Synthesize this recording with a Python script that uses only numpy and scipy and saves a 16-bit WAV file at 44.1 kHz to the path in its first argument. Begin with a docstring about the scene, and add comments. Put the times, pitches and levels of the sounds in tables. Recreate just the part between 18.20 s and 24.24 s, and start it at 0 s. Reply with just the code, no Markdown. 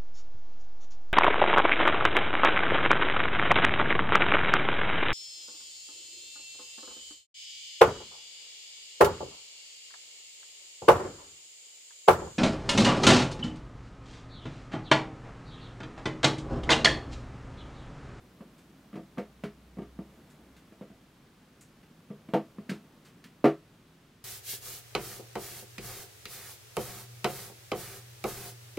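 """Whisk in a bowl of slime

A wire whisk is dipped into thick slime and lifted again, in a plastic bowl on a table in a small,
bare room. The sticky mass drags the bowl up and lets it knock back on the table; the wires click and
air pockets pop softly. Under it lie quiet room noise and the faint drone of a distant engine."""
import sys
import numpy as np
from scipy import signal
from scipy.fft import rfft, irfft, next_fast_len
from scipy.io import wavfile
from scipy.ndimage import map_coordinates

SR = 44100
rng = np.random.default_rng(int(sys.argv[2]) if len(sys.argv) > 2 else 0)


def transcribe(u):
    """Save the signal u as a 16-bit wav file named by the first command-line argument.

    u: samples, shape (n,) or (channels, n), limited to [-1, 1]; the rate is SR.
    q: integer samples, one column per channel.
    """
    v = np.clip(np.atleast_2d(u).T, -1, 1)
    q = np.round(v * 32767).astype(np.int16)
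    wavfile.write(sys.argv[1], SR, q)


N = 266364


def amp(db):
    """Decibels to gain."""
    return 10 ** (np.asarray(db) / 20)


def unit(x):
    """Scale to rms 1."""
    return x / np.sqrt(np.mean(x ** 2) + 1e-20)


def unit_attack(x):
    """Scale a hit to rms 1 over its first 25 ms."""
    return x / np.sqrt(np.mean(x[..., :SR // 40] ** 2) + 1e-20)


def along(points, hz):
    """Read a curve of (f/Hz, value) points on a log frequency axis."""
    f, values = np.transpose(points)
    return np.interp(np.log(hz + 1), np.log(f + 1), values)


def automation(rows):
    """One value per sample for each column after the time."""
    times, *columns = np.transpose(rows)
    return [np.interp(np.arange(N) / SR, times, column) for column in columns]


def wobble(x):
    """A smooth random curve with one knot per unit of x."""
    return map_coordinates(rng.standard_normal(int(x.max()) + 4), [x])


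def filtered(x, response):
    """EQ x with a gain given as a function of frequency."""
    n = x.shape[-1]
    padded = next_fast_len(n + 8192)
    return irfft(rfft(x, padded) * response(np.fft.rfftfreq(padded, 1 / SR)), padded)[..., :n]


def add(track, s, sound):
    """Mix a sound into the track at time s."""
    start = max(round(s * SR), 0)
    part = track[:, start:start + sound.shape[-1]]
    part += sound[..., :part.shape[1]]


# Stereo width of the contacts, close to mono: f/Hz, side against mid/dB
CONTACT_WIDTH = [(150, -88), (500, -99), (1000, -74), (2000, -50), (4000, -44), (8000, -42), (14000, -28)]
def noise(colour, size, width=CONTACT_WIDTH):
    """Coloured stereo noise of rms 1, narrow in the bass and wider in the treble."""
    def mid_side_gains(hz):
        mid_db = along(colour, hz)
        return amp([mid_db, mid_db + along(width, hz)])
    mid, side = filtered(rng.standard_normal((2, size)), mid_side_gains)
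    return unit(np.array([mid + side, mid - side]))


# Spectrum of the room tone: f/Hz, relative level/dB
AIR_COLOUR = [(15, -39), (25, -8.5), (91, -3.5), (156, 2), (198, -21), (233, -3), (313, -10), (399, -12.5),
              (433, -16.5), (703, -20), (970, -19), (1110, -16), (2300, -20), (3170, -20.5), (15500, -36.5)]
# Stereo width of the room tone: f/Hz, side against mid/dB
AIR_WIDTH = [(60, -22), (110, -23), (200, -19.5), (380, -10), (700, -1), (1290, -6.5), (2380, -5),
             (4400, -5), (8120, -5), (15000, 0.5)]
def room_tone():
    """A quiet, steady bed of bass-heavy noise."""
    return amp(-62.06) * noise(AIR_COLOUR, N, AIR_WIDTH)


# Swells of the handling rustle: t/s, level/dB
RUSTLE_LEVEL = [(0.0, -58), (1.66, -60.5), (1.95, -56.5), (3.08, -62.5), (4.58, -58), (6.04, -64.5)]
def stirring():
    """Hand and whisk rub the bowl, which passes a dull rustle to the table."""
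    level_db, = automation(RUSTLE_LEVEL)
    # f/Hz, relative level/dB
    colour = [(40, -32), (90, -27), (160, 1.5), (260, -2), (450, -10.5), (1200, -19.5), (5000, -36)]
    return amp(level_db) * noise(colour, N)


# The engine's firing note: t/s, f/Hz, level before the fade/dB
ENGINE_NOTE = [(0.0, 56.5, -67), (0.58, 57.3, -73), (1.77, 62.7, -55), (2.08, 63.7, -74.5),
               (2.35, 63.6, -61), (2.45, 57.3, -74), (2.9, 57.1, -72)]
ENGINE_FADE_S = (2.8, 3.4)
def engine():
    """Only the firing note of a distant engine passes through the walls, then it fades out."""
    hz, db = automation(ENGINE_NOTE)
    fade = np.interp(np.arange(N) / SR, ENGINE_FADE_S, [1, 0])
    return amp(db) * fade * unit(np.sin(2 * np.pi * np.cumsum(hz) / SR))


# Reverb tail of the small room: f/Hz, t60/s
ROOM_DECAY = [(150, 0.23), (500, 0.22), (1500, 0.2), (3500, 0.2), (12000, 0.21)]
def burst(colour, t, crack, crack_t60, rise, ripple_db, ripple_hz):
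    """A contact noise: a short direct crack, then the room's wash dying band by band."""
    hz, frame_s, spectrum = signal.stft(noise(colour, len(t)), SR, nperseg=256)
    # a random ripple across the spectrum gives each contact its own colour
    tint_db = ripple_db * wobble(hz / ripple_hz)[:, None]
    decay_db = 60 * frame_s / along(ROOM_DECAY, hz)[:, None]
    wash = signal.istft(spectrum * amp(tint_db - decay_db), SR, nperseg=256)[1][:, :len(t)]
    transient = 1 + crack * amp(-60 * t / crack_t60)
    return unit_attack(wash * transient * (1 - np.exp(-t / rise)))


def ring(modes, t, scatter_db, rise):
    """Damped modes, at new strengths and phases for each hit."""
    hz, db, t60 = np.transpose(modes)[:, :, None]
    db = db + scatter_db * rng.standard_normal(hz.shape)
    phase = 2 * np.pi * (hz * t + rng.random(hz.shape))
    partials = amp(db - 60 * t / t60) * np.sin(phase)
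    return unit_attack(np.sum(partials, axis=0) * (1 - np.exp(-t / rise)))


def favour(modes, hz, boost_db, octaves):
    """The place of a contact drives the modes near one frequency hardest."""
    return [(f, db + boost_db * np.exp(-(np.log2(f / hz) / octaves) ** 2), t60) for f, db, t60 in modes]


def softened(modes, blow_db, edge_hz, hard_db, slope):
    """A gentle blow stays in contact longer and barely wakes the upper modes."""
    loss_db = slope * min(blow_db - hard_db, 0)
    return [(f, db + loss_db * (f > edge_hz), t60) for f, db, t60 in modes]


# Low modes of table and room: f/Hz, relative level/dB, t60/s
TABLE_MODES = [(149.7, -1.5, 0.16), (191.3, -6, 0.18), (209.6, 1.5, 0.19), (280.4, -2, 0.11)]
THUD_HZ, THUD_T60_S, THUD_RISE_S, STIFFEN_HZ_PER_DB = 198.4, 0.046, 0.00098, 4.5
def table_thud(t, slam_db):
    """The table top gives way and swings back; a slam stiffens the contact and raises the pitch."""
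    hz = THUD_HZ + STIFFEN_HZ_PER_DB * slam_db
    swing = np.sin(2 * np.pi * hz * t) * amp(-60 * t / THUD_T60_S)
    thud = unit_attack(swing * (1 - np.exp(-t / THUD_RISE_S)))
    # the boom blooms behind the first swings
    boom = ring(favour(TABLE_MODES, hz, boost_db=1, octaves=0.19), t, scatter_db=4.5, rise=0.021)
    return thud + 0.34 * boom


# Modes of the bowl on the table: f/Hz, relative level/dB, t60 without the hand's grip/s
BOWL_MODES = [(325, -4, .2), (368, -7, .16), (412, 0, .185), (472, -4, .135), (497, -4, .125),
              (549, -9, .16), (620, -8, .12), (663, -3, .18), (700, -8, .165), (724, -6, .13),
              (788, -12, .145), (882, -12, .14), (921, -10, .14), (1165, -13, .135), (1212, -12, .13),
              (1370, -16, .145)]
# Spectrum of the contact's tock: f/Hz, relative level/dB
TOCK_COLOUR = [(70, -67), (130, -21), (260, 7), (450, -2.5), (660, 5), (780, -23), (1000, -9), (1200, -2),
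               (1600, -38), (4000, -72)]
BASE_HZ, GRIP_DB_PER_S = 375, 45
def bowl_ring(t, blow_db, slam_db, ring_hz):
    """A short, broad tock sets the plastic bowl ringing, damped by the hand that holds it."""
    modes = favour(BOWL_MODES, BASE_HZ, boost_db=1.5, octaves=0.38)  # the base takes every knock
    boost_db = max(11.5 - 0.66 * slam_db, 0)  # a slam wakes the modes more evenly
    modes = favour(modes, ring_hz, boost_db, octaves=0.16)
    modes = softened(modes, blow_db, edge_hz=755, hard_db=-41, slope=0.36)
    ringing = ring(modes, t, scatter_db=2, rise=0.015) * amp(-GRIP_DB_PER_S * t)
    tock = burst(TOCK_COLOUR, t, crack=4, crack_t60=0.025, rise=0.0006, ripple_db=2, ripple_hz=200)
    return 0.64 * ringing + 0.42 * tock


# Stiff modes of the rim: f/Hz, relative level/dB, t60/s
RIM_MODES = [(1308, 9, 0.26), (1750, -7.5, 0.27), (1760, -5, 0.29), (2030, -4.5, .2), (2000, 10, 0.13),
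             (2010, -25, 0.14), (2250, 1, 0.082), (2240, 9.5, 0.14), (2660, -5, 0.11), (2800, 4, 0.17),
             (3165, -9, 0.13), (3560, -17, 0.23)]
# Spectrum of the clack: f/Hz, relative level/dB
CLACK_COLOUR = [(400, -33.5), (900, -1.5), (1200, -1), (1550, 3.5), (2200, 0.5), (3000, -4.5), (4500, -18),
                (8000, -28)]
def rim_clack(t):
    """The stiff rim answers a knock with a bright clack and a short ring."""
    ringing = ring(RIM_MODES, t, scatter_db=2.5, rise=0.0006)
    clack = burst(CLACK_COLOUR, t, crack=1.5, crack_t60=0.01, rise=0.00043,
                  ripple_db=2.5, ripple_hz=212.5)
    return clack + 0.4 * ringing


# Spectrum of the rattling wires: f/Hz, relative level/dB
WIRE_COLOUR = [(1500, -31), (3500, 7.5), (4600, 6.5), (6000, 1), (8500, -3.5), (11000, -8), (15500, -19)]
def wire_rattle(t):
    """The jolted wires of the whisk add a splash of treble."""
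    return burst(WIRE_COLOUR, t, crack=0.98, crack_t60=0.019, rise=0.0023, ripple_db=0, ripple_hz=266)


# Cues of the bowl landing: t/s, relative force/dB, hardness/dB, freedom to ring/dB, favoured f/Hz
KNOCK_CUES = [(0.206, -44, -7, -2.5, 546), (0.730, -45.5, -6, -1, 328), (0.740, -44, -4, -6, 330),
              (0.756, -45.5, 2, 5, 323), (0.775, -41, -10, -3, 650), (0.793, -44.5, -20, -3, 320),
              (0.974, -42, -5, 4, 684), (0.981, -31, -2.5, 0.5, 500), (1.237, -33.5, 0.5, -1, 422),
              (1.570, -43, -11, -2, 403), (1.586, -33.5, -15, -4, 356), (1.618, -44.5, -3.5, -2, 1140),
              (1.789, -35.5, -16, -6, 323), (2.521, -54.5, -1, -2, 615), (2.611, -43.5, -6, 2, 507),
              (2.701, -50, -7, -6.5, 665), (3.63, -55, 2, -10, 402), (3.903, -38, -15, -5, 464),
              (4.087, -42, -5, -3.5, 326), (4.136, -23.5, -4.5, 4.5, 870), (4.142, -27.5, -2.5, 4.5, 470),
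              (4.384, -38, -12, -8, 374), (4.490, -48, 2, 1, 606), (4.494, -34.5, 6, -11, 325),
              (4.515, -32.5, -18, -7.5, 325), (5.055, -52, -10, -11, 330), (5.242, -17.5, -5.5, 3, 440),
              (5.255, -21, -3.5, 3.5, 816)]
SLAM_DB, LOW_CUT_HZ = -33.5, 133  # any force above SLAM_DB is a slam
def knocks():
    """Each knock thuds the table and rings the bowl; harder contacts bring more clack and rattle."""
    track, t = np.zeros((2, N)), np.arange(SR // 3) / SR
    for s, force_db, hardness_db, freedom_db, ring_hz in KNOCK_CUES + nudges():
        slam_db = max(force_db - SLAM_DB, 0)
        blow_db = force_db + freedom_db
        table = amp(force_db - 1.54) * table_thud(t, slam_db)
        bowl = amp(blow_db - 2) * bowl_ring(t, blow_db, slam_db, ring_hz)
        rim = amp(force_db + hardness_db - 14) * rim_clack(t)
        wires = amp(force_db + 2 * hardness_db - 26) * wire_rattle(t)
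        add(track, s, table + bowl + rim + wires)
    # a small table radiates almost nothing below its lowest mode
    return signal.sosfilt(signal.butter(4, LOW_CUT_HZ, "high", fs=SR, output="sos"), track)


def nudges(count=5, start_s=0.25, end_s=2.25, force_db=-58, spread_db=2, hardness_db=-10, freedom_db=-7):
    """Cues for faint knocks as the whisk works the slime, each at a chance moment in its own slot."""
    cues = []
    for slot, (when, softness, place) in enumerate(rng.random((count, 3))):
        s = start_s + (end_s - start_s) * (slot + when) / count
        ring_hz = BOWL_MODES[int(place * len(BOWL_MODES))][0]
        cues.append((s, force_db + spread_db * (1 - 2 * softness), hardness_db, freedom_db, ring_hz))
    return cues


# Cues of wire ticks and sticky pops: t/s, relative snap level/dB, relative body level/dB, rise/s
TICK_CUES = [(0.381, -57, -61, .003), (2.100, -55.5, -60, .0038), (2.365, -59.5, -55.5, 0.0028),
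             (3.41, -46, -58, .002), (4.849, -54.5, -53, .008), (5.042, -58.5, -47, .0002)]
# Spectrum of the bright snap: f/Hz, relative level/dB
SNAP_COLOUR = [(2000, -30), (5200, -12), (6600, 0), (9000, -4), (12000, -11), (15500, -22)]
# Spectrum of the rounder body: f/Hz, relative level/dB
BODY_COLOUR = [(600, -22), (1500, 1.5), (3000, -2.5), (4500, -5), (8000, -19)]
def ticks_and_pops():
    """Small ticks and pops: a bright snap over a rounder body, with sharp or soft onsets."""
    track, t = np.zeros((2, N)), np.arange(SR // 3) / SR
    for s, snap_db, body_db, rise in TICK_CUES:
        snap = burst(SNAP_COLOUR, t, crack=0.88, crack_t60=0.014, rise=rise, ripple_db=1.5, ripple_hz=298)
        body = burst(BODY_COLOUR, t, crack=1.3, crack_t60=0.01, rise=rise, ripple_db=1.5, ripple_hz=231)
        add(track, s - 0.001, amp(snap_db - 13.5) * snap + amp(body_db - 7.5) * body)
    return track


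def scene():
    """Bowl and whisk up front, over a bed of engine drone and room tone."""
    return knocks() + ticks_and_pops() + stirring() + engine() + room_tone()


TOP_HZ = 15800
def record(dry):
    """A brick-wall high cut on the whole mix."""
    return filtered(dry, lambda hz: hz < TOP_HZ)


dry = scene()
out = record(dry)
transcribe(out)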